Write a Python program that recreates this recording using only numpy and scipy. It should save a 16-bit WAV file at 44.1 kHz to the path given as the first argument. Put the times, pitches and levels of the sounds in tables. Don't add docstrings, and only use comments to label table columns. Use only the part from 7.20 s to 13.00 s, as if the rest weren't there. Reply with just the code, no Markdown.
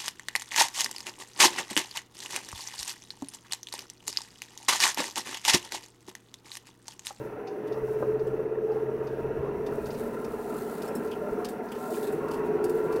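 import sys
import numpy as np
from scipy import signal
from scipy.fft import rfft, irfft, next_fast_len
from scipy.io import wavfile
from scipy.ndimage import uniform_filter1d, map_coordinates

SR = 44100
rng = np.random.default_rng(int(sys.argv[2]) if len(sys.argv) > 2 else 0)


def pcm_store(signal):
    levels = np.round(np.clip(np.atleast_2d(signal), -1, 1) * 32767)
    wavfile.write(sys.argv[1], SR, levels.astype(np.int16).T)


N = 255780

# [t/s, four-stroke cycle rate/Hz]
CYCLE_RATE_HZ = [(0.0, 16.41), (0.24, 15.19), (0.42, 15.68), (0.58, 16.32), (0.82, 15.96), (1.18, 16.41),
                 (1.45, 16.26), (2.25, 16.89), (2.8, 17.91), (3.06, 18.38), (3.4, 17.98), (4.18, 18.7),
                 (4.4, 18.2), (4.58, 18.63), (4.8, 18.77), (5.0, 19.28), (5.4, 19.88), (5.8, 20.84)]
# [t/s, level/dB]
LOAD_DB = [(0, -45.5), (.25, -47), (.5, -38), (.85, -32.5), (1.5, -31.5), (2, -35), (2.5, -33),
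           (2.78, -37.5), (3.05, -34.5), (3.6, -36.5), (4.2, -33.5), (4.42, -40.5), (4.7, -35),
           (4.95, -28.5), (5.1, -32), (5.3, -28.5), (5.55, -25.5), (5.8, -25)]
# [multiple of cycle rate, level/dB]
BLOCK_LINES = [(6, -12), (7, -4.5), (9, -6), (10, -5), (11, 1), (12, 1), (13, 9.5), (14, -0.5), (16, -4),
               (17, -9), (18, -4.5), (19, -18.5), (20, -18), (21, -6), (22, -6.5), (23, -9), (24, -4),
               (25, -10.5), (26, -4), (27, 3), (28, -15.5), (29, -9), (30, 5), (31, 19), (32, 23)]
# [f/Hz, level/dB]
BODY_RESPONSE = [(80.0, -42), (170.0, -23.5), (210.0, -12.5), (240.0, -16.5), (275.0, -18.5),
                 (320.0, -12.5), (360.0, 0.5), (385.0, -7.5), (415.0, 6), (440.0, 2), (465.0, -9.5),
                 (500.0, -33), (600.0, -42), (720.0, -63)]
# [f/Hz, width/Hz, level/dB]
SHUDDER_PANEL_MODES = [(411, 30.3, 0)]
# [f/Hz, level/dB]
CABIN_AIR_RESPONSE = [(122, -47), (125, -42), (128, -39.5), (134, -42), (141, -51), (146, -52), (149, -56),
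                      (154, -43), (165, -45.5)]
# [t/s, level/dB]
RUT_LEVEL_DB = [(0, -49.5), (.3, -70.5), (.62, -56), (1.1, -49), (1.3, -58), (1.7, -54.5), (2.18, -46),
                (2.38, -49.5), (2.65, -47.5), (3.5, -56.5), (4.1, -57), (4.7, -61), (5.1, -54),
                (5.8, -52.5)]
# [t/s, level/dB]
VALVE_LEVEL_DB = [(0, -49.5), (.45, -52), (.85, -50.5), (1.3, -52.5), (1.8, -52.5), (2.3, -49), (3, -48),
                  (4.2, -47.5), (4.4, -50), (4.7, -47.5), (5.8, -45)]
# [f/Hz, width/Hz, level/dB]
VALVE_MODES = [(723, 86, 6), (850, 110, 2.5), (915, 68, 13), (1015, 202, -0.5), (1213, 67, -6),
               (1380, 41, 7.5), (1618, 27, -4), (1930, 210, -9), (2670, 120, -8)]
# [t/s, level/dB]
WHINE_LEVEL_DB = [(0, -68), (1.2, -59.5), (1.8, -46), (2.2, -53.5), (2.7, -53.5), (2.9, -48.5),
                  (3.6, -51.5), (4.2, -48.5), (4.38, -63), (4.6, -45.5), (5.05, -48.5), (5.8, -47.5)]
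# [multiple of cycle rate, level/dB]
WHINE_LINES = [(48, 4.5), (56, 4), (66, -3), (72, -3), (74, -2), (76, -6)]
# [f/Hz, width/Hz, level/dB]
COVER_MODES = [(958, 35, 6.5), (1100, 86, -3.5), (1355, 100, 2.5)]
# [f/Hz, level/dB]
BULKHEAD_RESPONSE = [(1000, -2.5), (2000, 1.5), (2750, -1), (3300, -14.5), (5000, -13), (9000, -31)]
# [f/Hz, level/dB per Hz]
ROAD_SPECTRUM = [(40, -27), (100, -14), (160, -4.5), (220, -1.5), (330, 2), (560, -2.5), (830, -10.5),
                 (980, -10), (1180, -18), (1650, -15), (2250, -26), (2650, -25), (3200, -35), (7000, -52)]
# [f/Hz, level/dB per Hz]
RUT_SPECTRUM = [(10, -14), (25, -2), (42, -6), (70, -3), (100, -4), (160, 1), (400, -58)]
# [f/Hz, width/Hz, level/dB]
PANEL_MODES = [(445.3, 33.6, 2), (405, 114, -6.5)]
# [t/s, level/dB]
HISS_LEVEL_DB = [(0, -65.5), (.2, -74), (.5, -69.5), (.8, -63.5), (.95, -71), (1.08, -67.5), (1.3, -76),
                 (1.55, -69), (1.75, -71), (1.95, -68), (2.15, -72), (2.42, -69.5), (2.55, -62.5),
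                 (2.78, -57), (3.02, -63.5), (3.45, -54.5), (3.75, -61.5), (4.05, -64), (4.3, -62.5),
                 (4.43, -68), (4.76, -50.5), (5.03, -63.5), (5.4, -68), (5.55, -60.5), (5.8, -62.5)]
# [f/Hz, level/dB per Hz]
WET_SPECTRUM = [(1500, -32), (2800, -5.5), (4200, 2), (5600, -4.5), (7500, 1.5), (9500, 2.5), (13000, 1),
                (16000, 1.5)]
# [f/Hz, level/dB per Hz]
DRY_SPECTRUM = [(2000, -6), (3700, -1.5), (4900, -4), (5750, 3.5), (6600, -3), (7800, -5.5), (10000, -1.5),
                (13000, -0.5), (15700, -0.5)]
# [t/s, f/Hz, level/dB]
GEAR_WHINE = [(0, 590, -66), (.6, 603, -53), (1.2, 611, -51), (1.8, 616, -52), (2.55, 652, -53),
              (3.0, 680, -62), (3.95, 708, -58), (4.2, 717, -46), (4.45, 728, -49.5), (4.55, 735, -56),
              (4.66, 744, -43.5), (4.78, 752, -56), (4.95, 764, -49.5), (5.25, 783, -55), (5.8, 820, -58)]
# [f/Hz, level/dB]
SINGING_TONES = [(5922, -86), (8904, -91), (9889, -86)]
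# [t/s, f/Hz, level/dB]
STEERING_WHINE = [(.1, 785, -75), (.2, 772, -52), (.28, 765, -48), (.4, 768, -54), (.5, 770, -120)]
# [t/s, peak level/dB, spray re peak/dB, ring f/Hz, ring re peak/dB, ring t60/s]
SLUSH_HITS = [(0.27, -36, -35.5, 2320, -10, .06), (0.471, -48, -12.5, 3230, 3, 0.08),
              (0.522, -43.5, -22, 3800, -3, 0.076), (0.992, -50, -25, 4700, -6, .06),
              (1.068, -52, -5.5, 2870, 5, 0.091), (1.516, -54.5, -23, 4600, -2, .07),
              (1.869, -44, -21, 4700, -13, .06), (2.462, -39.5, -15, 3050, -7, 0.076),
              (2.6567, -40, -21, 4900, -3, .06), (2.704, -38.5, -32, 4600, -8, .06),
              (2.741, -45.5, -25.5, 4550, -6, .06), (3.043, -40.5, -10.5, 5510, -6, .06),
              (3.618, -36, -10.5, 2700, -14, 0.072), (3.677, -48.5, 0, 5300, -8, .06),
              (3.75, -45.5, 7.5, 5160, -9, .06), (3.872, -47, -13.5, 4500, -9, .07),
              (3.912, -41, -10, 2880, 5.5, .14), (4.2453, -29.5, -12, 3510, -11, .17),
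              (4.2875, -48.5, 4, 3350, -6, .08), (4.485, -47, -28, 4380, -6, .06),
              (4.5158, -42.5, -5, 2930, 5.5, 0.14), (4.55, -45, -15.5, 2700, -2, .08),
              (4.741, -40.5, -20.5, 2750, 3, .07), (4.826, -40, -5, 3730, -3, 0.17),
              (4.8673, -43, -1.5, 3850, 3, 0.098), (4.922, -54, 7.5, 2830, 2, .07),
              (5.081, -46, -9, 4350, -7, .07), (5.109, -38, -7.5, 2850, -3, 0.14),
              (5.135, -40.5, -8.5, 2980, -5, .12), (5.44, -36, -5, 5170, -10, 0.11),
              (5.4937, -42.5, -2, 4400, -9, .07), (5.7215, -39.5, -11, 4650, -13, 0.064),
              (5.759, -43, -10.5, 4250, -2, .07)]
# [f/Hz, width/Hz, level/dB]
ARCH_MODES = [(2260, 440, 0.5), (2740, 440, 4), (3610, 130, 5), (4580, 750, 4.5), (5700, 1600, 0.5),
              (6570, 330, 1.5)]
# [offset from its pitch f/Hz, level/dB]
RING_BLUR_SPECTRUM = [(380, 0), (750, -12), (2200, -70)]
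# [f/Hz, level/dB]
SPRAY_SPECTRUM = [(4000, -39.5), (7500, 4.0), (11500, 2.0), (16000, -2.5)]
# [t at middle/s, length/s, level/dB, f/Hz]
CLOD_EVENTS = [(0.406, 0.13, -36.5, 360), (1.526, 0.079, -45, 857), (2.274, 0.072, -48, 1080),
               (2.546, 0.11, -45, 615), (2.797, 0.089, -49, 796), (2.863, 0.072, -37, 567),
               (3.123, 0.32, -56, 1300), (4.05, 0.066, -39.5, 608), (4.19, 0.11, -49, 1240),
               (4.415, 0.056, -41, 668), (4.7, 0.045, -40, 657), (5.033, 0.066, -48, 653),
               (5.16, 0.21, -46, 1060)]
# [t/s, level/dB, f/Hz]
THUD_EVENTS = [(0.62, -42, 58), (2.19, -35, 78), (2.36, -40, 66), (2.65, -40, 72), (4.11, -43, 48)]
# [t/s, level/dB, dulling/(dB per octave)]
KNOCK_EVENTS = [(0.822, -15, 2.5), (4.183, -26.5, 10), (4.399, -34, 9), (4.716, -28, 9), (4.777, -29, 9)]
# [f/Hz, level/dB, t60/s]
KNOCK_BODY_MODES = [(345, -4, .1), (435, 1, .1), (550, -2, .07), (585, -2, .07), (800, -9, .05),
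                    (1020, -8, .06), (1230, -9, .06), (1400, -12, .05), (1560, -11, .05)]
# [t/s, level/dB, f/Hz]
SQUEAK_EVENTS = [(3.676, -49.5, 5330), (3.754, -45.5, 5380), (3.753, -53.5, 4140)]

CRUISE_RATE_HZ = 18
ROAD_DB, ROAD_RISE_DB_PER_HZ = -40.5, 1
GROWL_DB, GROWL_RISE_DB_PER_HZ = -42, 8
THROB_MULTIPLE, THROB_LAG_S = 24, .035
SHUDDER_DB = -13
BOOM_RUT_SHARE, USUAL_RUT_DB = 0.83, -54.5
CLATTER_PEAK_CYCLES = .17
ROAR_PATCH_DB, ROAR_SWELL_DB = 1.8, 1.3
SHAKE_DB = -3.5
TRIM_HZ = 1500
TOP_HZ = 15850


def amp(db):
    return 10 ** (np.asarray(db) / 20)


def unit(x):
    return x / np.sqrt(np.mean(x ** 2) + 1e-20)


def along(points, hz):
    f, v = np.transpose(points)
    return np.interp(np.log(hz + 1), np.log(f + 1), v)


def curves(rows):
    s, *cols = np.transpose(rows)
    return [np.interp(np.arange(N) / SR, s, c) for c in cols]


def wobble(rate_hz):
    coarse = np.arange(0, N + 100, 100)
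    knots = rng.standard_normal(1024)
    smooth = map_coordinates(knots, [coarse * rate_hz / SR], mode="mirror")
    return np.interp(np.arange(N), coarse, smooth)


def filtered(x, response):
    m = next_fast_len(N + SR // 2)
    return irfft(rfft(x, m) * response(np.fft.rfftfreq(m, 1 / SR)), m)[:N]


def resonate(x, modes):
    def response(f):
        total = 0
        for k, (centre, width, db) in enumerate(modes):
            damping = 1j * f * width
            total = total + (-1) ** k * amp(db) * damping / (centre * centre - f * f + damping)
        return total
    return filtered(x, response)


def noise(spectrum):
    return unit(filtered(rng.standard_normal(N), lambda hz: amp(along(spectrum, hz))))


def panel_noise(modes):
    shaken = resonate(rng.standard_normal(N), modes)
    return unit(filtered(shaken, lambda hz: 1 / np.sqrt(1 + (hz / TRIM_HZ) ** 6)))


def patchy(x, depth_db, size):
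    z = signal.stft(x, nperseg=2048)[2]
    field = rng.standard_normal(z.shape)
    for axis in (0, 1, 0, 1):
        field = uniform_filter1d(field, size[axis], axis)
    return unit(signal.istft(z * amp(depth_db * unit(field)), nperseg=2048)[1][:N])


def tone(rows, waver_db, slip_rad):
    hz, db = curves(rows)
    phase = 2 * np.pi * np.cumsum(hz) / SR + slip_rad * wobble(35)
    return amp(db + waver_db * wobble(14)) * np.sqrt(2) * np.sin(phase)


def drone(rate_hz, cycle, load_db, growl_db, unsteady_db, slip_rad):
    growl, throb = np.zeros(N), np.zeros(N)
    lag_cycles = THROB_LAG_S * (rate_hz - CRUISE_RATE_HZ)
    for k, db in BLOCK_LINES:
        delay_cycles = 1.2 * k - .0185 * k * k
        gain = amp(db + along(BODY_RESPONSE, k * rate_hz) + unsteady_db * wobble(4.925))
        phase = 2 * np.pi * (k * cycle - delay_cycles) + slip_rad * wobble(7.7)
        if k < 16:
            growl += gain * np.cos(phase)
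        else:
            throb += gain * np.cos(phase - 2 * np.pi * (k - THROB_MULTIPLE) * lag_cycles)
    shudder = amp(SHUDDER_DB) * panel_noise(SHUDDER_PANEL_MODES)
    return amp(growl_db - .5) * unit(growl) + amp(load_db - 1) * (throb + shudder)


def boom(rate_hz, cycle, ruts_db):
    multiple = 8
    boom_db = along(CABIN_AIR_RESPONSE, multiple * rate_hz) + BOOM_RUT_SHARE * (ruts_db - USUAL_RUT_DB)
    return amp(boom_db) * np.sqrt(2) * np.sin(2 * np.pi * multiple * cycle + 0.042 * wobble(8.4))


def valve_train(cycle, scatter_db, pulse_db):
    pattern = rng.standard_normal(512)
    clatter = unit(map_coordinates(pattern, [cycle % 1 * len(pattern)], mode="grid-wrap"))
    swell = amp(pulse_db * np.cos(2 * np.pi * 2 * (cycle - CLATTER_PEAK_CYCLES)))
    repeating = unit(resonate(swell * clatter, VALVE_MODES))
    scattered = unit(resonate(swell * rng.standard_normal(N), VALVE_MODES))
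    return unit(repeating + amp(scatter_db) * scattered)


def whine(cycle, waver_db):
    slip_rad = .8 * wobble(14) + .4 * wobble(70)
    lines = np.zeros(N)
    for k, db in WHINE_LINES:
        gain = amp(db + waver_db * wobble(11))
        phase = 2 * np.pi * k * (cycle - CLATTER_PEAK_CYCLES) + slip_rad + .35 * wobble(14)
        lines += gain * np.sin(phase)
    return unit(resonate(lines, COVER_MODES))


def crunch(pitch_hz, spread, cycles, size_db, count):
    t = np.arange(SR // 25) / SR
    start, pitch, size = rng.random(count), rng.standard_normal(count), rng.standard_normal(count)
    hz = pitch_hz * np.exp(spread * np.clip(pitch, -2, 2))[:, None]
    gain = amp(size_db * np.clip(size, -2, 2))[:, None] * (pitch_hz / hz)
    age = hz * t / cycles
    grains = gain * age * np.exp(-age) * np.sin(2 * np.pi * hz * t)
    at = (start * N).astype(int)[:, None] + np.arange(len(t))
    return unit(np.bincount(at.ravel(), grains.ravel(), N)[:N])


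def tyres(road_db, ruts_db, load_db):
    roar = patchy(noise(ROAD_SPECTRUM), ROAR_PATCH_DB, size=(4, 3))
    rumble = amp(road_db + 1.0 + ROAR_SWELL_DB * wobble(8.3)) * roar
    jolts = amp(ruts_db + 1.0 + 1.1 * wobble(9.0)) * noise(RUT_SPECTRUM)
    shaking_db = .5 * (road_db + load_db) + SHAKE_DB + 1.5 * wobble(20)
    shaken = amp(shaking_db) * panel_noise(PANEL_MODES)
    return rumble + jolts + shaken


def wet_snow(hiss_db, dry_db):
    total = amp(hiss_db + 1.6 * wobble(34))
    dry_gain = np.minimum(total, amp(dry_db))
    wet_gain = np.sqrt(np.abs(total ** 2 - dry_gain ** 2))
    crackle = unit(amp(2.8 * rng.standard_normal(N // 64 + 1)).repeat(64)[:N])
    return amp(4.0) * dry_gain * noise(DRY_SPECTRUM) + amp(4.5) * wet_gain * crackle * noise(WET_SPECTRUM)


def slush_ticks(attack_s, t60_s, tail_db, tail_t60_s, arch_db, spray_db):
    t = np.arange(SR // 4) / SR
    rise = 1 - np.exp(-t / attack_s)
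    burst = rise * (amp(-60 * t / t60_s) + amp(tail_db - 60 * t / tail_t60_s))
    dull, bright = np.zeros((2, N + SR))
    rings = np.zeros(N + SR, complex)
    for s, db, bright_db, hz, ring_db, ring_t60_s in SLUSH_HITS:
        at = slice(round(s * SR), round(s * SR) + len(t))
        dull[at] += amp(db + arch_db) * burst
        bright[at] += amp(db + bright_db + spray_db) * burst
        rings[at] += amp(db + ring_db - 60 * t / ring_t60_s) * rise * np.exp(2j * np.pi * hz * t)
    arch = unit(resonate(rng.standard_normal(N), ARCH_MODES))
    spray = noise(SPRAY_SPECTRUM)
    blur = .5 * (noise(RING_BLUR_SPECTRUM) + 1j * noise(RING_BLUR_SPECTRUM))
    return dull[:N] * arch + bright[:N] * spray + amp(-1.5) * (rings[:N] * blur).real


def clods(spread, cycles, size_db, count):
    t = np.arange(N) / SR
    out = np.zeros(N)
    for s, length_s, db, hz in CLOD_EVENTS:
        swell = np.exp(-2 * ((t - s) / length_s) ** 2)
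        out += amp(db) * swell * crunch(hz, spread, cycles, size_db, count)
    return out


def thuds(swell_s):
    t = np.arange(SR // 4) / SR
    age = t / swell_s
    out = np.zeros(N + SR)
    for s, db, hz in THUD_EVENTS:
        out[round(s * SR):][:len(t)] += amp(db) * age * np.exp(1 - age) * np.sin(2 * np.pi * hz * t)
    return out[:N]


def knock(attack_s):
    t = np.arange(SR // 4) / SR
    rise = 1 - np.exp(-t / attack_s)
    out = np.zeros(N + SR)
    lowest_hz = KNOCK_BODY_MODES[0][0]
    for s, blow_db, dull_db in KNOCK_EVENTS:
        ring = np.zeros(len(t))
        for hz, db, t60_s in KNOCK_BODY_MODES:
            mode_db = db - dull_db * np.log2(hz / lowest_hz)
            ring += amp(mode_db - 60 * t / t60_s) * np.sin(2 * np.pi * hz * t)
        out[round(s * SR):][:len(t)] += amp(blow_db) * ring * rise
    return out[:N]


def squeaks(rise_s, t60_s):
    t = np.arange(SR // 8) / SR
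    rise = 1 - np.exp(-t / rise_s)
    out = np.zeros(N + SR)
    for s, db, hz in SQUEAK_EVENTS:
        out[round(s * SR):][:len(t)] += amp(db - 60 * t / t60_s) * rise * np.sin(2 * np.pi * hz * t)
    return out[:N]


def scene():
    rate_hz, = curves(CYCLE_RATE_HZ)
    load_db, = curves(LOAD_DB)
    ruts_db, = curves(RUT_LEVEL_DB)
    hiss_db, = curves(HISS_LEVEL_DB)
    whine_db, = curves(WHINE_LEVEL_DB)
    valve_db, = curves(VALVE_LEVEL_DB)
    cycle = np.cumsum(rate_hz) / SR
    excess_hz = rate_hz - CRUISE_RATE_HZ
    growl_db = GROWL_DB + GROWL_RISE_DB_PER_HZ * np.minimum(excess_hz, 0)
    road_db = ROAD_DB + ROAD_RISE_DB_PER_HZ * excess_hz

    engine = drone(rate_hz, cycle, load_db, growl_db, unsteady_db=.9, slip_rad=.1)
    engine += amp(-6.5 + 2.8 * wobble(16)) * boom(rate_hz, cycle, ruts_db)

    outside = amp(valve_db) * valve_train(cycle, scatter_db=-6, pulse_db=4)
    outside += amp(whine_db) * whine(cycle, waver_db=2.2)
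    outside += amp(road_db - 5.5) * crunch(pitch_hz=913.0, spread=0.4127, cycles=3.8, size_db=4.0, count=1000)
    muffled = filtered(outside * amp(2.3 * wobble(20)), lambda hz: amp(along(BULKHEAD_RESPONSE, hz)))

    road = tyres(road_db, ruts_db, load_db) + wet_snow(hiss_db, dry_db=-66.0)
    whines = tone(GEAR_WHINE, waver_db=2, slip_rad=.55) + tone(STEERING_WHINE, waver_db=1.5, slip_rad=.4)
    singing = sum(tone([(0, hz, db)], waver_db=1.5, slip_rad=.6) for hz, db in SINGING_TONES)

    ticks = slush_ticks(attack_s=.004, t60_s=.045, tail_db=-17, tail_t60_s=.25, arch_db=-3.5, spray_db=5)
    ticks *= amp(2.2 * wobble(330) - 1)
    road += clods(spread=0.074, cycles=3.7, size_db=3.0, count=700) + thuds(swell_s=0.0092)
    impacts = knock(attack_s=0.005) + squeaks(rise_s=0.0018, t60_s=0.075)
    return (engine + muffled + road + ticks + whines + singing + impacts)[None]


def record(dry):
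    return np.array([filtered(channel, lambda hz: hz < TOP_HZ) for channel in dry])


dry = scene()
out = record(dry)
pcm_store(out)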